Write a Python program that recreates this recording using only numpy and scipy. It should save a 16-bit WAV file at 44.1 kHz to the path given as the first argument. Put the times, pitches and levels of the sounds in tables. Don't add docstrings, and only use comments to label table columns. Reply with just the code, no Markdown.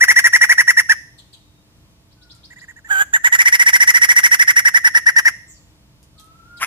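import sys
import numpy as np
from scipy import signal
from scipy.fft import rfft, irfft, next_fast_len
from scipy.io import wavfile
from scipy.ndimage import uniform_filter1d, minimum_filter1d, map_coordinates

SR = 44100
rng = np.random.default_rng(int(sys.argv[2]) if len(sys.argv) > 2 else 0)


def wav_out(sig):
    wavfile.write(sys.argv[1], SR, np.round(np.clip(np.atleast_2d(sig).T, -1, 1) * 32767).astype(np.int16))


N = 293706
TIME = np.arange(N) / SR
TOP_HZ = 15500

# (time [s], level before the beak colour [dB])
CHATTER_NOTES = [(.013, 2), (.087, 2), (.166, 2.5), (.245, 1), (.336, 1), (.416, 1), (.498, .5), (.584, 0),
                 (.681, -.5), (.774, -1), (.897, -1), (2.508, -40), (2.564, -41), (2.617, -38),
                 (2.685, -36), (2.765, -41), (2.849, -38), (3.139, -7.5), (3.247, -4), (3.327, -3),
                 (3.392, -1.5), (3.459, -2), (3.527, -2), (3.598, -1.5), (3.666, -1), (3.736, 0),
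                 (3.807, 0), (3.878, 0), (3.947, 0), (4.020, -.5), (4.092, .5), (4.165, 0), (4.239, .5),
                 (4.319, .5), (4.399, .5), (4.481, -.5), (4.567, .5), (4.656, .5), (4.748, .5), (4.849, .5),
                 (4.951, -.5), (5.067, -.5), (5.166, 0), (5.258, -1)]
# (time [s], left lag [ms], left minus right [dB], treble gain [dB])
FACING = [(0, 0.12, 0.44, .5), (.9, 0.12, -2.3, 0), (2.85, 0.12, -3, 1), (2.9, 0.22, -7.5, -0.5),
          (3.15, 0.24, -3, 1.5), (3.6, .23, -3.2, 1.5), (4.3, .23, -6.5, 2), (4.8, .22, -5.3, -1),
          (5.3, .17, 4.5, -2.5), (6.62, -0.09, 2.5, -9.5)]
# (multiple of the pitch [-], level before the beak colour [dB])
PARTIALS = [(1, -22), (2, -1.5), (3, -25), (4, -21), (5, -25.5), (6, -16), (7, -21), (8, -25.5),
            (10, -23.5), (11, -29.5)]
# (frequency [Hz], gain [dB])
WIDE_COLOUR = [(100, -37.5), (450, -31), (900, -10), (1300, -11.5), (1850, -1.5), (2450, -3.5), (3100, -10),
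               (4200, -21), (5650, -2.5), (6600, -11), (7600, -10), (8300, -19.5), (9400, -10), (10600, -5),
               (12200, -18.5), (14000, -14), (16000, -21)]
# (frequency [Hz], gain [dB])
NARROW_COLOUR = [(100, -44.5), (450, -20), (780, -1.5), (960, -5.5), (1250, -7), (1700, 1.5), (2400, -5),
                 (3200, -5.5), (4000, -20.5), (5500, -31.5), (6400, -2.5), (7300, 5.5), (8400, -19),
                 (11000, -8), (13800, -11.5), (16000, -18.5)]
# (time [s], opening [0-1])
GAPE = [(.95, 1), (2.45, 0), (3.15, 0), (3.3, 0.2), (3.45, 1), (4.5, 0.98)]
# (time [s], level before the click trim [dB])
CLAW_TICKS = [(2.3504, -39), (6.0292, -36.5), (6.1974, -28.5), (6.2432, -40)]
# (frequency [Hz], relative level [dB per Hz])
CLAW_COLOUR = [(500, -17.5), (2500, -9), (9000, 3), (15000, -14)]
# (time [s], level before echoes [dB])
CHIPS = [(1.175, -50), (1.323, -50), (6.174, -54), (6.563, -51)]
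# (length [s], start [Hz], end [Hz])
CHIP_GLIDE = (.02, 4800, 2900)
# (time [s], level before echoes [dB])
TWEETS = [(2.104, -64), (2.208, -58), (2.291, -50.5), (2.428, -51), (2.580, -57)]
# (length [s], start [Hz], end [Hz])
TWEET_GLIDE = (.026, 3200, 5600)
# (time [s], length [s], start [Hz], end [Hz], level before echoes [dB])
SLUR = [(5.47, .06, 7610, 6510, -51), (5.52, .06, 6110, 4300, -64)]
# (time [s], length [s], start [Hz], end [Hz], level before flutter and mix [dB])
WHISTLES = [(1.25, .36, 3750, 3730, -70), (2.15, .25, 1531, 1313, -61), (6.16, .36, 1255, 1390, -51.5),
            (6.46, .14, 1415, 1404, -43.5)]
# (frequency [Hz], gain [dB])
LEAVES = [(500, 0), (1400, -6), (1720, -6), (1920, 0), (2800, -3), (4200, -3), (5700, 1), (8000, -1),
          (15000, -2)]
# (frequency [Hz], time to fall 60 dB [s])
WALL_DECAY = [(200, .4), (1500, .4), (1900, 0.51), (2400, 0.45), (4500, 0.55), (5700, .65), (7000, 0.55),
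              (10500, 0.59), (16000, .35)]
# (frequency [Hz], relative level [dB per Hz])
GARDEN_COLOUR = [(15, -53), (25, -27), (44, -8), (122, -4.5), (240, -15.5), (267, -20), (305, -17),
                 (378, -21.5), (666, -24.5), (741, -29), (871, -23), (1490, -30), (3720, -29),
                 (5580, -31.5), (15500, -42)]
# (frequency [Hz], left-right correlation [-1 to 1])
GARDEN_LIKENESS = [(60, 0.64), (240, 0.95), (950, 0.29), (3770, -0.7), (15000, 0.25)]
# (frequency [Hz], level [dB])
MOTOR_HUM = [(59, -63), (301, -67), (667, -74)]

NOTE_HZ, USUAL_GAP_S = 956, .08
TEMPO_OCT, TEMPO_RASP_DB = .125, 4
SOFT_OCT_PER_DB = .0012
ATTACK_S, HOLD_S, RELEASE_S = .012, .026, .0205
CREST_S, FLICK_S = .02, .0035
RISE_OCT, FLICK_OCT, FALL_OCT_PER_S = .1, .105, 25
CLEAN_DB, BREAK_DB, CREST_DIP_DB = -5.5, 7, 3.5
FADE_DB, RELEASE_BEND = 40, .95
SLUMP_OCT_PER_DB, RASP_PER_DB = .011, .53
MOST_RASP_DB = 14


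def thrush(edge_hz=3500):
    voice = syrinx()
    treble = filtered(voice, lambda hz: 1 - 1 / (1 + (hz / edge_hz) ** 6))
    treble_db = curves(FACING, TIME)[2]
    return voice + (amp(treble_db) - 1) * treble


def syrinx(jitter=.02, shimmer=.15, air_db=-18, grain_db=2, flutter_db=4.2):
    pitch, level_db, rasp_db = phrases()
    gape = curves(GAPE, TIME)[0]
    rough = amp(rasp_db / 2)
    shaken_pitch = pitch * (1 + jitter * rough * wobble(1400, N))
    phase = 2 * np.pi * np.cumsum(shaken_pitch) / SR

    partials = [amp(db) * beak_colour(k * pitch, gape) * np.sin(k * phase) for k, db in PARTIALS]
    flutter = unit(amp(flutter_db * wobble(600, N)))
    tone = sum(partials[:2]) + sum(partials[2:]) * flutter
    tone = np.sqrt(2) * tone * (1 + shimmer * rough * wobble(800, N))

    air = np.sqrt(gape) * noise(WIDE_COLOUR) + np.sqrt(1 - gape) * noise(NARROW_COLOUR)
    puffs = unit((1 + .35 * np.cos(phase)) * amp(grain_db * wobble(450, N)))
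    return amp(level_db) * (tone + amp(air_db + rasp_db) * puffs * air)


def beak_colour(hz, gape):
    return amp(gape * along(WIDE_COLOUR, hz) + (1 - gape) * along(NARROW_COLOUR, hz))


def phrases():
    controls = np.tile([[900.], [-120.], [0.]], N)
    for rows in chatter() + [drawl(), squawk()]:
        span = slice(*np.searchsorted(TIME, rows[[0, -1], 0]))
        call = np.array(curves(rows, TIME[span]))
        louder = call[1] > controls[1, span]
        controls[:, span] = np.where(louder, call, controls[:, span])
    return controls


def chatter(vary=.2, vary_db=1.2, drift_oct=.016):
    gaps = np.diff([s for s, db in CHATTER_NOTES])
    nearest_gap = np.minimum(np.r_[gaps[0], gaps], np.r_[gaps, gaps[-1]])
    tempos = np.log2(USUAL_GAP_S / nearest_gap)

    t, pressure_db = push(ATTACK_S, HOLD_S, RELEASE_S)
    flick = np.exp(-((t - CREST_S) / FLICK_S) ** 2)
    broken = np.where(t < CREST_S, flick, 1)
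    climb = RISE_OCT * (np.clip(t / CREST_S, 0, 1) - .5)
    dive = FALL_OCT_PER_S * np.maximum(t - CREST_S, 0)
    arch = climb + FLICK_OCT * flick - dive

    calls = []
    for (s, db), tempo in zip(CHATTER_NOTES, tempos):
        bend, grit, drift = (wobble(160, len(t)) for _ in range(3))
        depth = np.interp(db, [-30, -6], [.7, 1]) * (1 + vary * bend)
        octaves = TEMPO_OCT * tempo + SOFT_OCT_PER_DB * db + depth * arch + drift_oct * drift
        rasp_db = CLEAN_DB + TEMPO_RASP_DB * tempo + BREAK_DB * broken + vary_db * grit
        level_db = db - CREST_DIP_DB * flick
        calls.append(voiced(s + t, pressure_db, NOTE_HZ * 2 ** octaves, level_db, rasp_db))
    return calls


def drawl(s=2.913, hz=832, db=-12, attack=.034, hold=.11, release=.021,
          sag_db=4.5, sag_oct=.105, rasp_db=-3, break_db=5, swell_db=3):
    t, pressure_db = push(attack, hold, release)
    u = np.clip(t / hold, 0, 1)
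    sag = 1 - np.cos(np.pi * u) ** 6
    level_db = db + swell_db * u - sag_db * sag
    hoarse_db = rasp_db + sag_db * sag / 2 + break_db * u ** 6
    return voiced(s + t, pressure_db, hz * 2 ** (-sag_oct * sag), level_db, hoarse_db)


def squawk(s=6.622, hz=570, db=-11, attack=.025, hold=.015, release=.03, rasp_db=11.5, lurch_oct=.18):
    t, pressure_db = push(attack, hold, release)
    lurching_hz = hz * 2 ** (lurch_oct * wobble(130, len(t)))
    return voiced(s + t, pressure_db, lurching_hz, db, rasp_db)


def push(attack, hold, release):
    t = np.arange(-attack, hold + release, 1 / SR)
    rising = np.maximum(-t / attack, 0)
    falling = np.maximum((t - hold) / release, 0) ** RELEASE_BEND
    return t, -FADE_DB * (rising + falling)


def voiced(s, pressure_db, hz, db, rasp_db):
    hoarse_db = np.minimum(-RASP_PER_DB * pressure_db, MOST_RASP_DB)
    slumped_hz = hz * 2 ** (SLUMP_OCT_PER_DB * pressure_db)
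    return np.column_stack([s, slumped_hz, db + pressure_db, rasp_db + hoarse_db])


def at_ports(x):
    lag_ms, tilt_db, _ = curves(FACING, TIME)
    lag = lag_ms * SR / 1000
    return np.array([amp(side * tilt_db / 2) * map_coordinates(x, [np.arange(N) - side * lag / 2])
                     for side in (1, -1)])


def bars(x, edge_hz=4500, spread=.004, count=8):
    delays = rng.uniform(0, spread, (2, count))
    signs = rng.choice([-1, 1], (2, count))
    taps = np.array([np.bincount((d * SR).astype(int), g, SR // 10) for d, g in zip(delays, signs)])
    highpass = signal.butter(N=2, Wn=edge_hz, btype="high", fs=SR, output="sos")
    treble = signal.sosfilt(highpass, x)
    return signal.fftconvolve(treble[None], taps / np.sqrt(count), axes=1)[:, :N]


def nearby(x, t60):
    t = np.arange(SR // 5) / SR
    echoes = rng.standard_normal((2, len(t))) * amp(-60 * t / t60) * (1 - np.exp(-t / .0066))
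    return signal.fftconvolve(x[None], echoes / np.linalg.norm(echoes[0]), axes=1)[:, :N]


def walls(x, gap=.013):
    hz, t, z = signal.stft(rng.standard_normal((2, SR)), SR, nperseg=256)
    decay = amp(-60 * t / along(WALL_DECAY, hz)[:, None])
    tail = signal.istft(z * decay * (1 - np.exp(-t / gap)), SR, nperseg=256)[1]
    return signal.fftconvolve(x[None], tail / np.linalg.norm(tail[0]), axes=1)[:, :N]


def claws(t60=.01, click_db=-8):
    strength, t = np.zeros(N), np.arange(SR // 10) / SR
    for s, db in CLAW_TICKS:
        add(strength, s, amp(db + click_db - 60 * t / t60))
    return strength * noise(CLAW_COLOUR)


def glides(rows, waver, overtone_db):
    out = np.zeros(N)
    for s, length, start_hz, end_hz, db in rows:
        u = np.linspace(0, 1, int(length * SR))
        hz = (start_hz + (end_hz - start_hz) * u) * (1 + waver * wobble(1500, len(u)))
        phase = 2 * np.pi * np.cumsum(hz) / SR
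        tone = sum(amp(k * overtone_db) * np.sin((k + 1) * phase) for k in range(3))
        swell = np.sqrt(8 * u * (1 - u))
        add(out, s, amp(db) * swell * tone)
    return out


def garden(floor_db=-53):
    def turn(hz):
        return np.arccos(np.clip(along(GARDEN_LIKENESS, hz), -1, 1)) / 2

    mid = filtered(noise(GARDEN_COLOUR), lambda hz: np.cos(turn(hz)))
    side = filtered(noise(GARDEN_COLOUR), lambda hz: np.sin(turn(hz)))
    bed = unit(np.array([mid + side, mid - side]))
    hum = sum(amp(db) * np.sqrt(2) * np.sin(2 * np.pi * hz * TIME + 1.4 * wobble(12, N))
              for hz, db in MOTOR_HUM)
    return amp(floor_db + .8 * wobble(3.3, N)) * bed + hum


def amp(db):
    return 10 ** (np.asarray(db) / 20)


def unit(x):
    return x / np.sqrt(np.mean(x ** 2) + 1e-20)


def along(points, hz):
    f, v = np.transpose(points)
    return np.interp(np.log(hz + 1), np.log(f + 1), v)


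def curves(rows, at):
    s, *cols = np.transpose(rows)
    return [np.interp(at, s, c) for c in cols]


def wobble(rate, size):
    knots = rng.standard_normal(SR // 2)
    return map_coordinates(knots, [np.arange(size) * rate / SR], mode="wrap")


def filtered(x, response):
    m = next_fast_len(N + SR // 2)
    return irfft(rfft(x, m) * response(np.fft.rfftfreq(m, 1 / SR)), m)[..., :N]


def noise(spectrum):
    return unit(filtered(rng.standard_normal(N), lambda hz: amp(along(spectrum, hz))))


def add(track, s, x):
    i = int(np.clip(round(s * SR), 0, N - 1))
    track[i:i + len(x)] += x[:N - i]


def scene():
    bird = thrush()
    distant = filtered(bird, lambda hz: amp(along(LEAVES, hz)))
    near = at_ports(bird) + amp(-8.5) * bars(bird)
    near = near + amp(-11) * nearby(bird, t60=.042) + amp(-20.5) * walls(distant)

    ticks = claws()
    perch = ticks + amp(3.5) * nearby(ticks, t60=.12)

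    chips = glides([(s, *CHIP_GLIDE, db) for s, db in CHIPS], waver=.07, overtone_db=-9)
    tweet_rows = [(s, *TWEET_GLIDE, db) for s, db in TWEETS]
    tweets = glides(tweet_rows + list(SLUR), waver=.07, overtone_db=-20)
    small = chips + tweets
    far = glides(WHISTLES, waver=.008, overtone_db=-31) * amp(2.5 * wobble(110, N))
    others = amp(7) * nearby(small, t60=.089) + walls(small) + amp(-5) * far + amp(-1) * walls(far)
    return near + perch + others + garden()


def record(dry, overload_db=-1.04, ceiling_db=-2.35, hardness=8, hold=.002):
    x = dry / (1 + np.abs(dry / amp(overload_db)) ** hardness) ** (1 / hardness)
    size = int(hold * SR)
    crest = np.sqrt(2 * np.abs(uniform_filter1d(x ** 2, size, axis=1)))
    wanted_gain = 1 / np.maximum(crest / amp(ceiling_db), 1)
    gain = uniform_filter1d(minimum_filter1d(wanted_gain, size, axis=1), size, axis=1)
    return filtered(x * gain, lambda hz: hz < TOP_HZ)


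dry = scene()
out = record(dry)
wav_out(out)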